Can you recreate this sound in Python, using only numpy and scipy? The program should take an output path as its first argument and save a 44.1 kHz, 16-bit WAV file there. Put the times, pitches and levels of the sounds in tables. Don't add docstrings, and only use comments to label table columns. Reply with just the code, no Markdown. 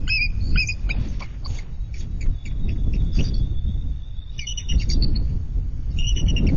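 import sys
import numpy as np
from scipy import signal
from scipy.fft import rfft, irfft
from scipy.io import wavfile
from scipy.ndimage import uniform_filter1d

SR = 44100
rng = np.random.default_rng(int(sys.argv[2]) if len(sys.argv) > 2 else 0)


def boost(x):
    u = np.asarray(x, float) / 20
    return 10 ** u


def wrap_up_sound(samples):
    columns = np.atleast_2d(samples).T
    tamed = np.clip(columns, -1, 1)
    steps = np.round(tamed * 32767).astype(np.int16)
    wavfile.write(sys.argv[1], SR, steps)


N = 289296


def evened(x):
    return x / np.sqrt(np.mean(abs(x) ** 2) + 1e-20)


def add(mix, s, sound):
    part = mix[round(s * SR):][:len(sound)]
    part += sound[:len(part)]


def wobble(count, width_hz):
    r = np.exp(-np.pi * width_hz / SR)
    z = rng.standard_normal(count + 900) + 1j * rng.standard_normal(count + 900)
    for _ in range(3):
        z = signal.lfilter([1], [1, -r], z)
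    return evened(z[900:])


def note(rows, rough, width_hz, climb, rattle):
    s, hz, *levels_db = np.transpose(rows)
    t = np.arange(s[0], s[-1], 1 / SR)
    smooth_hz = uniform_filter1d(np.interp(t, s, hz), size=400)
    turn = 2 * np.pi * np.cumsum(smooth_hz) / SR
    sound = np.zeros(len(t))
    for k, db in enumerate(levels_db, 1):
        share = np.clip(rough * k ** climb, 0, .9)
        shake = np.sqrt(1 - share ** 2) + share * wobble(len(t), width_hz * k ** .3)
        sound += np.sqrt(2) * boost(np.interp(t, s, db)) * (shake * np.exp(1j * k * turn)).real
    sound *= np.sqrt(1 - rattle ** 2) + rattle * wobble(len(t), 300).real * np.sqrt(2)
    return s[0], sound * signal.windows.tukey(len(t), min(1, .012 * SR / len(t)))


def sing(notes, **membrane):
    out = np.zeros(N)
    for rows in notes:
        add(out, *note(rows, **membrane))
    return out


def shaped(fade_db, s, length, start_hz, end_hz, *levels_db):
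    db = np.array(levels_db)
    end = s + length
    middle_hz = .503 * (start_hz + end_hz)
    return [(s - .014, start_hz, *(db - 35)),
            (s - .001, start_hz, *(db - 23.0)),
            (s + 0.0038, start_hz, *(db + 1.0)),
            (s + 0.5 * length + 0.0027, middle_hz, *(db + 0.5 + 0.45 * fade_db)),
            (end - .002, .992 * end_hz, *(db - 3.5 + fade_db)),
            (end + 0.004, .985 * end_hz, *(db - 21.5)),
            (end + 0.029, .97 * end_hz, *(db - 30.0))]


def sing_short(rows, fade_db, rough, width_hz, rattle):
    notes = [shaped(fade_db, *row) for row in rows]
    return sing(notes, rough=rough, width_hz=width_hz, climb=.4, rattle=rattle)


def whistles():
    # (time [s], pitch [Hz], level [dB], second partial against the first [dB])
    whistle_tables = [
        [(.09, 2583, -43, 1), (.099, 2510, -24, -1), (.125, 2584, -19, -6.5), (.146, 2615, -21.5, -7),
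         (.17, 2540, -23.5, -1.5), (.197, 2320, -24.5, -17), (.225, 2484, -19.5, -7), (.262, 2415, -28, -7),
         (.28, 2210, -59.5, 3)],
        [(.57, 2460, -37, -14), (.578, 2458, -21, -5.5), (.605, 2598, -20, -4.5), (.635, 2406, -25.5, -8.5),
         (.655, 2350, -39.5, -14.5), (.668, 2320, -55.5, 1)],
    ]
    notes = []
    for rows in whistle_tables:
        points = []
        for s, hz, db, bright_db in rows:
            third_db = db + 0.73 * bright_db - 17.5 - 0.0018 * max(hz - 2520, 0)
            points.append((s, hz, db, db + bright_db, third_db))
        notes.append(points)
    return sing(notes, rough=.21, width_hz=470, climb=1.05, rattle=.05)


def warble():
    # (time [s], pitch [Hz], level [dB], second partial against the first [dB])
    warble_points = [
        (6.028, 2540, -39, -1.5),
        (6.04, 2860, -30, -23),
        (6.066, 2840, -31, -8.5),
        (6.086, 2970, -27, -2.5),
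        (6.117, 2904, -34.5, -7.5),
        (6.149, 2600, -62, 2),
    ]
    points = [(s, hz, db, db + bright_db) for s, hz, db, bright_db in warble_points]
    return sing([points], rough=.5, width_hz=380, climb=.4, rattle=.15)


def yelps():
    # (time [s], length [s], pitch [Hz], level [dB], third partial against the first [dB])
    yelp_rows = [
        (0.076, .022, 1556, -37, -4.5),
        (0.555, 0.019, 1534, -33, -19.5),
        (0.888, 0.014, 1518, -41.5, -6.5),
    ]
    rows = [(s, length, .92 * hz, 1.05 * hz, db, db + 0.5, db + third_db)
            for s, length, hz, db, third_db in yelp_rows]
    return sing_short(rows, fade_db=0, rough=.5, width_hz=450, rattle=.3)


def grunts_and_chups():
    # (time [s], length [s], pitch [Hz], level [dB], second partial against the first [dB])
    grunt_rows = [
        (1.206, 0.031, 1072, -38, -14),
        (1.455, 0.017, 1078, -42.5, -13),
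        (4.719, 0.013, 2044, -36, -24.5),
    ]
    # (time [s], length [s], pitch [Hz], level [dB], third partial against the first [dB])
    chup_rows = [(1.218, 0.043, 2170, -39, -21), (1.582, 0.023, 2080, -40.5, -23),
                 (1.938, 0.041, 2174, -41, -14.5), (2.206, 0.041, 2204, -41.5, -8.5),
                 (2.45, 0.043, 2220, -43, -8.5), (4.814, 0.032, 2116, -42, -9),
                 (4.895, 0.028, 2140, -40, -7.5), (6.484, 0.027, 2160, -39.5, -26)]
    rows = [(s, length, hz, hz, db, db + second_db, db - 18)
            for s, length, hz, db, second_db in grunt_rows]
    rows += [(s, length, 1.06 * hz, .98 * hz, db, db - 9, db + third_db)
             for s, length, hz, db, third_db in chup_rows]
    return sing_short(rows, fade_db=-7, rough=.72, width_hz=620, rattle=.35)


def pips():
    # (time [s], length [s], start pitch [Hz], end pitch [Hz], level [dB])
    pip_rows = [
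        (2.685, 0.027, 2570, 2610, -40.5),
        (2.931, 0.038, 2560, 2580, -40),
        (3.185, 0.023, 2650, 2610, -34.5),
        (3.203, 0.016, 2950, 2784, -35.5),
    ]
    rows = [(*row, row[-1] - 14.5) for row in pip_rows]
    return sing_short(rows, fade_db=-5, rough=.78, width_hz=800, rattle=.35)


def peeps():
    # (time [s], length [s], start pitch [Hz], end pitch [Hz], level [dB])
    peep_rows = [
        (.684, 0.031, 2475, 2490, -25.5),
        (0.899, 0.024, 2284, 2600, -24),
        (4.389, .065, 2433, 2166, -37.5),
    ]
    rows = [(*row, row[-1] - 13) for row in peep_rows]
    return sing_short(rows, fade_db=0, rough=.4, width_hz=430, rattle=.1)


def trills():
    # (time [s], length [s], pitch [Hz], level [dB], second partial against the first [dB])
    trill_tables = [
        [(4.388, 0.012, 2920, -29, -16), (4.407, 0.024, 2960, -58.5, 15), (4.466, 0.064, 2942, -31.5, -2.5),
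         (4.572, 0.02, 2930, -30.5, -1.5), (4.591, 0.029, 2910, -44.5, 7), (4.685, 0.044, 2860, -29.5, -8),
         (4.732, 0.032, 2850, -51, 6), (4.797, 0.026, 2764, -35, -11.5), (4.898, 0.05, 2810, -58.5, 20.5),
         (5.985, 0.046, 2848, -30.5, -15)],
        [(6.159, 0.06, 2918, -31.5, -5), (6.262, 0.0065, 2990, -39, -14), (6.278, 0.039, 2910, -32, -7),
         (6.361, 0.039, 2793, -30.5, -10), (6.466, 0.016, 2735, -32.5, -11), (6.488, 0.017, 2660, -44.5, -21.5)],
    ]
    trill_glides = [
        55,
        -73,
    ]
    rows = []
    for table, glide_hz in zip(trill_tables, trill_glides):
        for s, length, hz, db, bright_db in table:
            rows.append((s, length, hz - glide_hz / 2, hz + glide_hz / 2, db, db + bright_db))
    return sing_short(rows, fade_db=-2, rough=.55, width_hz=430, rattle=.22)


def squeaks_and_wheezes():
    # (time [s], length [s], start pitch [Hz], end pitch [Hz], level [dB])
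    squeak_rows = [(.405, 0.23, 4300, 4940, -47), (.42, 0.16, 6480, 7630, -62.5),
                   (.5, 0.14, 4300, 4480, -49.5), (.67, 0.02, 5930, 7270, -32),
                   (.712, 0.03, 4942, 4950, -38.5), (.895, 0.046, 3950, 3665, -44.5),
                   (1.446, 0.025, 4465, 4630, -33.5), (3.125, .02, 5040, 5260, -44.5),
                   (3.15, 0.059, 4700, 4710, -41), (3.239, 0.061, 4710, 4770, -39),
                   (3.34, 0.016, 4490, 4430, -34), (3.362, 0.014, 4490, 4340, -44),
                   (4.782, 0.059, 4420, 4800, -42.5), (4.896, 0.047, 4550, 4730, -28.5),
                   (5.021, 0.028, 4390, 4506, -21.5), (5.073, 0.036, 4420, 4440, -48.5),
                   (5.153, 0.023, 4290, 4440, -30)]
    # (time [s], length [s], pitch [Hz], level [dB])
    wheeze_rows = [(0.079, 0.035, 6820, -45), (0.566, 0.071, 6750, -46.5), (0.603, 0.051, 6590, -50.5),
                   (0.687, 0.014, 6840, -38.5), (0.698, 0.034, 6580, -58), (0.891, 0.051, 6550, -53),
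                   (1.083, 0.035, 6230, -51), (3.142, 0.042, 6415, -53.5), (3.196, .1, 5800, -48),
                   (3.343, 0.047, 5550, -55), (4.373, .088, 7080, -54), (4.783, .06, 6440, -59),
                   (4.889, 0.049, 6510, -42), (5.977, 0.032, 6780, -50.5), (0.068, 0.034, 2040, -48),
                   (0.55, 0.026, 2040, -44), (4.378, 0.06, 5930, -46.5), (4.389, .012, 5300, -43),
                   (4.383, 0.017, 1785, -53), (5.923, 0.029, 3780, -63), (5.985, 0.04, 3560, -53),
                   (6.15, 0.073, 3570, -56.5), (6.247, 0.072, 4330, -62.5), (6.334, .07, 3690, -64),
                   (6.448, 0.032, 4300, -68), (6.447, 0.038, 3590, -66)]
    rows = squeak_rows + [(s, length, hz, hz, db) for s, length, hz, db in wheeze_rows]
    return sing_short(rows, fade_db=-1, rough=.7, width_hz=540, rattle=.3)


def eagles():
    clear = whistles() + warble() + yelps()
    hoarse = grunts_and_chups() + squeaks_and_wheezes()
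    return clear + hoarse + pips() + peeps() + trills()


def noise_bursts(rows, spread):
    out = np.zeros(N)
    for s, length, db, centre_hz in rows:
        u = np.linspace(0, 1.3, round(1.3 * length * SR))
        grains = rng.standard_normal(len(u)) * (0.4 + 0.46 * abs(wobble(len(u), 140)))
        grains *= boost(1.9 * wobble(len(u), 40).real)
        edges_hz = [centre_hz / spread, min(spread * centre_hz, 6900)]
        band = signal.butter(3, edges_hz, "band", fs=SR, output="sos")
        swell = np.sin(np.pi * (u / 1.3) ** .55) ** 1.3
        add(out, s, boost(db - 0.5) * evened(signal.sosfilt(band, grains)) * swell)
    return out


def puffs():
    # (time [s], level [dB])
    puff_rows = [(2.679, -49), (4.586, -46.5), (5.01, -50.5), (5.135, -52.5), (5.273, -60), (6.155, -45),
                 (6.264, -49), (6.355, -45.5)]
    return noise_bursts([(s, 0.047, db, 2320) for s, db in puff_rows], spread=1.25)


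def hisses():
    # (time [s], length [s], level [dB], centre [Hz])
    hiss_rows = [(1.54, 0.074, -50.5, 6700), (1.55, 0.074, -51.5, 4800), (1.53, .06, -56, 6450),
                 (1.565, .03, -46.5, 3550), (1.54, 0.045, -59.5, 7300), (1.929, .09, -53, 5450),
                 (1.979, .05, -48, 6550), (1.995, 0.023, -50.5, 4400), (2, .035, -52, 3500),
                 (2.456, .03, -55.5, 5500), (2.681, 0.058, -53.5, 5100), (2.708, .05, -63, 6950),
                 (2.928, 0.039, -51.5, 5300), (2.923, .04, -61.5, 5500), (4.408, 0.07, -50.5, 4640),
                 (4.775, .065, -44.5, 4200), (4.797, .06, -44, 5300), (4.886, 0.082, -44.5, 3800),
                 (4.891, .055, -41.5, 5600), (.12, .09, -53, 7320), (0.25, 0.045, -54.5, 7250),
                 (3.168, 0.099, -56, 6300), (3.21, 0.047, -53.5, 3100), (4.515, 0.037, -49.5, 2900),
                 (6.394, 0.034, -50, 2900), (6.034, 0.039, -47, 5550), (5.2, 0.15, -59, 4550),
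                 (5.968, 0.024, -48, 2650), (.685, .04, -41, 5000), (.56, .08, -51, 7450),
                 (7.8, .05, -57, 4800), (9.1, 0.045, -55, 4650), (11, 0.056, -56, 3000),
                 (6.32, .1, -66, 3650), (4.735, .02, -45, 2900), (5.9, .05, -54.5, 4900),
                 (1.47, .08, -51, 6700), (3.25, .06, -51.5, 3700), (4.95, .04, -53.5, 4600),
                 (3.37, 0.045, -53, 4600), (3.14, 0.065, -49, 5600), (3.2, .06, -51, 6350),
                 (2.452, 0.014, -45, 2620), (2.5, .018, -54, 2400), (6.464, 0.013, -43, 2300),
                 (6.14, .03, -50, 5400), (7.1, .08, -54, 2070), (1.2, .04, -54, 5300),
                 (1.1, 0.091, -58.5, 5600)]
    return noise_bursts(hiss_rows, spread=1.09)


def rustles():
    # (time [s], length [s], level [dB], centre [Hz])
    rustle_rows = [(0.861, 0.3, -57.5, 1160), (0.928, 0.24, -47.5, 2850), (0.849, 0.24, -45.5, 475),
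                   (1.2, 0.045, -42.5, 590), (1.194, 0.023, -40, 3840), (1.206, 0.059, -51.5, 4400),
                   (1.213, 0.16, -53, 1720), (1.461, 0.16, -47.5, 4000), (1.512, 0.2, -56, 1700),
                   (1.412, 0.29, -51, 520), (0.643, 0.038, -46.5, 6200), (1.945, 0.087, -51, 4500),
                   (1.998, 0.054, -50, 2850), (2.208, 0.052, -63.5, 5960), (2.255, 0.018, -51, 1380),
                   (2.51, 0.021, -52.5, 1410), (2.751, 0.027, -55.5, 1400), (3.0, .025, -56, 1400),
                   (2.941, 0.036, -53.5, 4540), (3.131, 0.13, -51, 5250), (3.135, 0.19, -49.5, 2130),
                   (3.378, 0.033, -62.5, 4500), (4.314, 0.075, -59, 5580), (4.781, 0.06, -53.5, 4600),
                   (5.927, 0.056, -59.5, 6480), (5.959, 0.044, -54.5, 5460)]
    return noise_bursts(rustle_rows, spread=1.8)


def hollowed(x):
    # (centre [Hz], width [Hz], level change [dB])
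    gaps = [(5050, 110, -26), (6040, 100, -26), (7050, 130, -14), (4050, 90, -8), (3150, 80, -6)]
    hz = np.fft.rfftfreq(N, 1 / SR)
    gain_db = sum(db * np.exp(-((hz - f) / width) ** 2) for f, width, db in gaps)
    return irfft(rfft(x) * boost(gain_db), N)


def songbird():
    # (time [s], length [s], start pitch [Hz], level [dB])
    high_voice = [(1.692, 0.23, 3884, -67), (2.032, 0.4, 3860, -71), (2.271, 0.31, 3780, -62),
                  (2.598, 0.093, 3770, -53), (2.748, 0.1, 3715, -64), (2.94, 0.21, 3710, -56.5),
                  (3.217, 0.12, 3695, -51.5), (3.418, 0.11, 3684, -52)]
    # (time [s], length [s], start pitch [Hz], glide [Hz], level [dB])
    low_voice = [
        (2.323, 0.28, 3520, -95, -58.5),
        (2.636, 0.32, 3380, 73.5, -60),
        (2.983, 0.23, 3410, 40.5, -54),
        (3.253, 0.19, 3320, 97.5, -53),
        (3.516, .25, 3333, 347, -53.5),
        (3.669, 0.18, 3220, 464.5, -55.5),
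    ]
    # (time [s], level [dB])
    run = [(3.9, -57), (4.002, -56.5), (4.089, -59), (4.156, -54), (4.248, -53.5), (4.332, -56.5),
           (4.43, -53.5), (4.515, -54.5), (4.572, -51.5), (4.635, -53), (4.733, -53.5)]
    song = [(s, length, hz, -68.5, db) for s, length, hz, db in high_voice] + low_voice
    for s, db in run:
        start_hz = 3310 + 56 * (s - run[0][0])
        song.append((s, 0.098, start_hz, 458 * rng.uniform(0.68, 1.2), db))
    out = np.zeros(N)
    for s, length, start_hz, glide_hz, db in song:
        u = np.linspace(0, 1, round(length * SR))
        hz = start_hz + glide_hz * (1 - (1 - u) ** 2.0)
        tone = np.sqrt(2) * np.sin(2 * np.pi * np.cumsum(hz) / SR)
        add(out, s, boost(db) * tone * signal.windows.tukey(len(u), .4))
    return out


def field(x, t60):
    at = np.arange(300, SR // 2, 20)
    taps = np.zeros(SR // 2 + 20)
    signs = rng.choice([-1., 1.], len(at))
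    taps[at + rng.integers(0, 20, len(at))] = signs * boost(-60 * at / SR / t60)
    return signal.fftconvolve(x, taps / np.linalg.norm(taps))[:N]


def read(points, hz):
    f, value = np.transpose(points)
    return np.interp(np.log(hz + 1), np.log(f + 1), value)


def noise(colour, patchy_db):
    hz = np.fft.rfftfreq(2048, 1 / SR)
    a, b, patches = rng.standard_normal((N // 512 + 5, 1025, 3)).T
    patches = uniform_filter1d(patches, size=6, axis=0)
    patches = evened(uniform_filter1d(patches, size=3, axis=1))
    z = (a + 1j * b) * boost(read(colour, hz)[:, None] + patchy_db * patches)
    return evened(signal.istft(z, nperseg=2048, noverlap=1536)[1][:N])


def wind():
    # (time [s], strength [dB], turbulence [dB])
    slow_wind = [(0, -19, -1), (.16, -26.5, -4), (.55, -17.5, -6.5), (.78, -27, -7.5), (1.0, -21, 2.5),
                 (1.3, -30, 6.5), (1.83, -26.5, -8.5), (2.28, -23, 0.5), (2.42, -28, 6), (3.102, -18, 0),
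                 (3.9, -23.5, -1), (4.05, -32, -19.5), (4.6, -29.5, -6), (4.72, -23, 0), (5.1, -14, -6),
                 (5.4, -24, -1.5), (5.85, -24.5, -3.5), (6.56, -14, 3)]
    # (time [s], thud [dB], flutter [dB])
    buffets = [(0.553, 5, 8), (0.861, 1, 13.5), (0.951, -3, -4), (1.0, 5.5, -1), (1.513, 7, 14.5),
               (2.043, 0.5, 11.5), (2.279, 8, 4), (2.41, -5.5, -23.5), (2.6, 0, 3.5), (2.679, 7.5, 8),
               (2.81, 2, 2), (2.869, 3.5, 4), (3.03, 7.5, 1), (3.14, -1, -7), (3.193, 7, 11.5),
               (3.429, 4.5, 1.5), (3.561, -2, -2), (3.62, -3, -8), (3.66, 3, 1.5), (3.869, 2.5, 5),
               (4.181, 6, 2), (4.372, 3.5, 16), (4.749, 10.5, 9.5), (4.97, 3.5, 8), (5.329, 2, 3.5),
               (5.579, 7, 6), (5.79, 1.5, 0.5), (5.987, 8, 7.5), (6.1, 3, -5.5), (6.249, 3.5, 8)]
    # (frequency [Hz], level [dB per Hz])
    thud_colour = [(8, -26), (14, 0.5), (32, 10), (54, -0.5), (100, -4), (150, -13.5), (230, -40),
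                   (400, -67)]
    # (frequency [Hz], level [dB per Hz])
    flutter_colour = [(40, -41.5), (100, -9), (160, 3.5), (250, -2.5), (400, -15.5), (700, -29),
                      (1200, -41.5), (2500, -55.5)]
    t = np.arange(N) / SR
    s, strength_db, turbulence_db = np.transpose(slow_wind)
    strength_db = np.interp(t, s, strength_db)
    turbulence_db = np.interp(t, s, turbulence_db)
    s, thud_db, flutter_db = np.transpose(buffets)
    bumps = np.exp(-((t[::64, None] - s) / 0.036) ** 2)
    thud_db = np.repeat(bumps @ thud_db, 64)[:N]
    flutter_db = np.repeat(bumps @ flutter_db, 64)[:N]
    lumps = boost(5 * np.tanh(.8 * wobble(N, 36).real))
    thud = boost(strength_db + thud_db) * noise(thud_colour, 1.0)
    flutter_db = flutter_db - 42.5 + 1.92 * (strength_db + 24.5) + turbulence_db
    flutter = boost(flutter_db) * evened(lumps * noise(flutter_colour, 1.9))
    limit = .36
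    return limit * np.tanh((thud + flutter) / limit)


def leaves():
    # (frequency [Hz], level [dB per Hz])
    air_colour = [(120, -35.5), (200, -5), (400, -16.5), (600, -20.5), (1200, -26), (3000, -30.5),
                  (4400, -30), (5600, -32.5), (6700, -30.5), (7300, -53), (9000, -102)]
    # (time [s], level [dB])
    breeze = [(0, 5.5), (0.803, 8.5), (1.702, 3.5), (2.399, 3.5), (3.3, 4), (3.6, 2.5), (4.3, 1.5),
              (4.9, 8.5), (5.6, 2), (6.56, 10.5)]
    s, breeze_db = np.transpose(breeze)
    breeze_db = np.interp(np.arange(N) / SR, s, breeze_db)
    air = boost(-58 + breeze_db) * noise(air_colour, 1.8)
    return .35 * air + .65 * hollowed(air)


def scene():
    birds = eagles() + hollowed(rustles() + puffs() + hisses())
    song = songbird()
    far = song + boost(-3) * field(song, .6)
    far *= .75 + .55 * wobble(N, 200).real
    echoes = field(birds, 1.1) * (.7 + .7 * wobble(N, 250).real)
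    return (birds + boost(-27.0) * echoes + far + wind() + leaves())[None]


def covered_bands(x):
    # (centre [Hz], width [Hz], level change [dB])
    notches = [(4160, 290, -2.5), (5063, 28, -6), (6120, 28, -10.5)]
    mask_db, spread_db, chance_db, hearing_db, grain_db = 31.5, 6.5, 5.5, -101, -24
    size, hop = 5644, 2822
    window = np.sin(np.pi * (np.arange(size) + .5) / size)
    hz, t, z = signal.stft(x, SR, nperseg=size, noverlap=hop, window=window)
    dips_db = sum(db * np.exp(-((hz - f) / width) ** 2) for f, width, db in notches)
    z = z * boost(dips_db)[:, None]
    band = (np.log(np.maximum(hz, 800) / 800) * 22).astype(int)
    count = band.max() + 1
    power_db = 10 * np.log10([np.mean(abs(z[band == k]) ** 2, 0) + 1e-20 for k in range(count)])
    octave = np.arange(count)[:, None] / 22 / np.log(2) - np.log2(5)
    bar_db = power_db[12:].max(0) - mask_db + spread_db * octave
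    bar_db = np.maximum(bar_db, hearing_db + 22 * (octave > .78))
    luck_db = evened(uniform_filter1d(rng.standard_normal(power_db.shape), size=2, axis=1))
    keep = power_db + chance_db * luck_db > bar_db
    keep = keep | (np.arange(count) < 3)[:, None]
    grain = rng.standard_normal(z.shape) + 1j * rng.standard_normal(z.shape)
    z = z + boost(power_db[band] + grain_db) * grain * (band > 0)[:, None]
    return signal.istft(z * keep[band], SR, nperseg=size, noverlap=hop, window=window)[1][:N]


def overload(x):
    knee, ceiling = .38, .45
    x = x + .007
    over = np.maximum(abs(x) - knee, 0) * np.sign(x)
    return x - over + (ceiling - knee) * np.tanh(over / (ceiling - knee))


def band_limit(x):
    return signal.sosfilt(signal.butter(12, 7590, fs=SR, output="sos"), x)


def record(dry):
    treble_limit = signal.firwin(511, 7660, window=("kaiser", 9), fs=SR)
    x = signal.oaconvolve(dry[0], treble_limit, "same")
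    x = overload(covered_bands(x))
    x = x * np.minimum(np.arange(N) / 300, 1)
    return band_limit(x[None])


dry = scene()
out = record(dry)
wrap_up_sound(out)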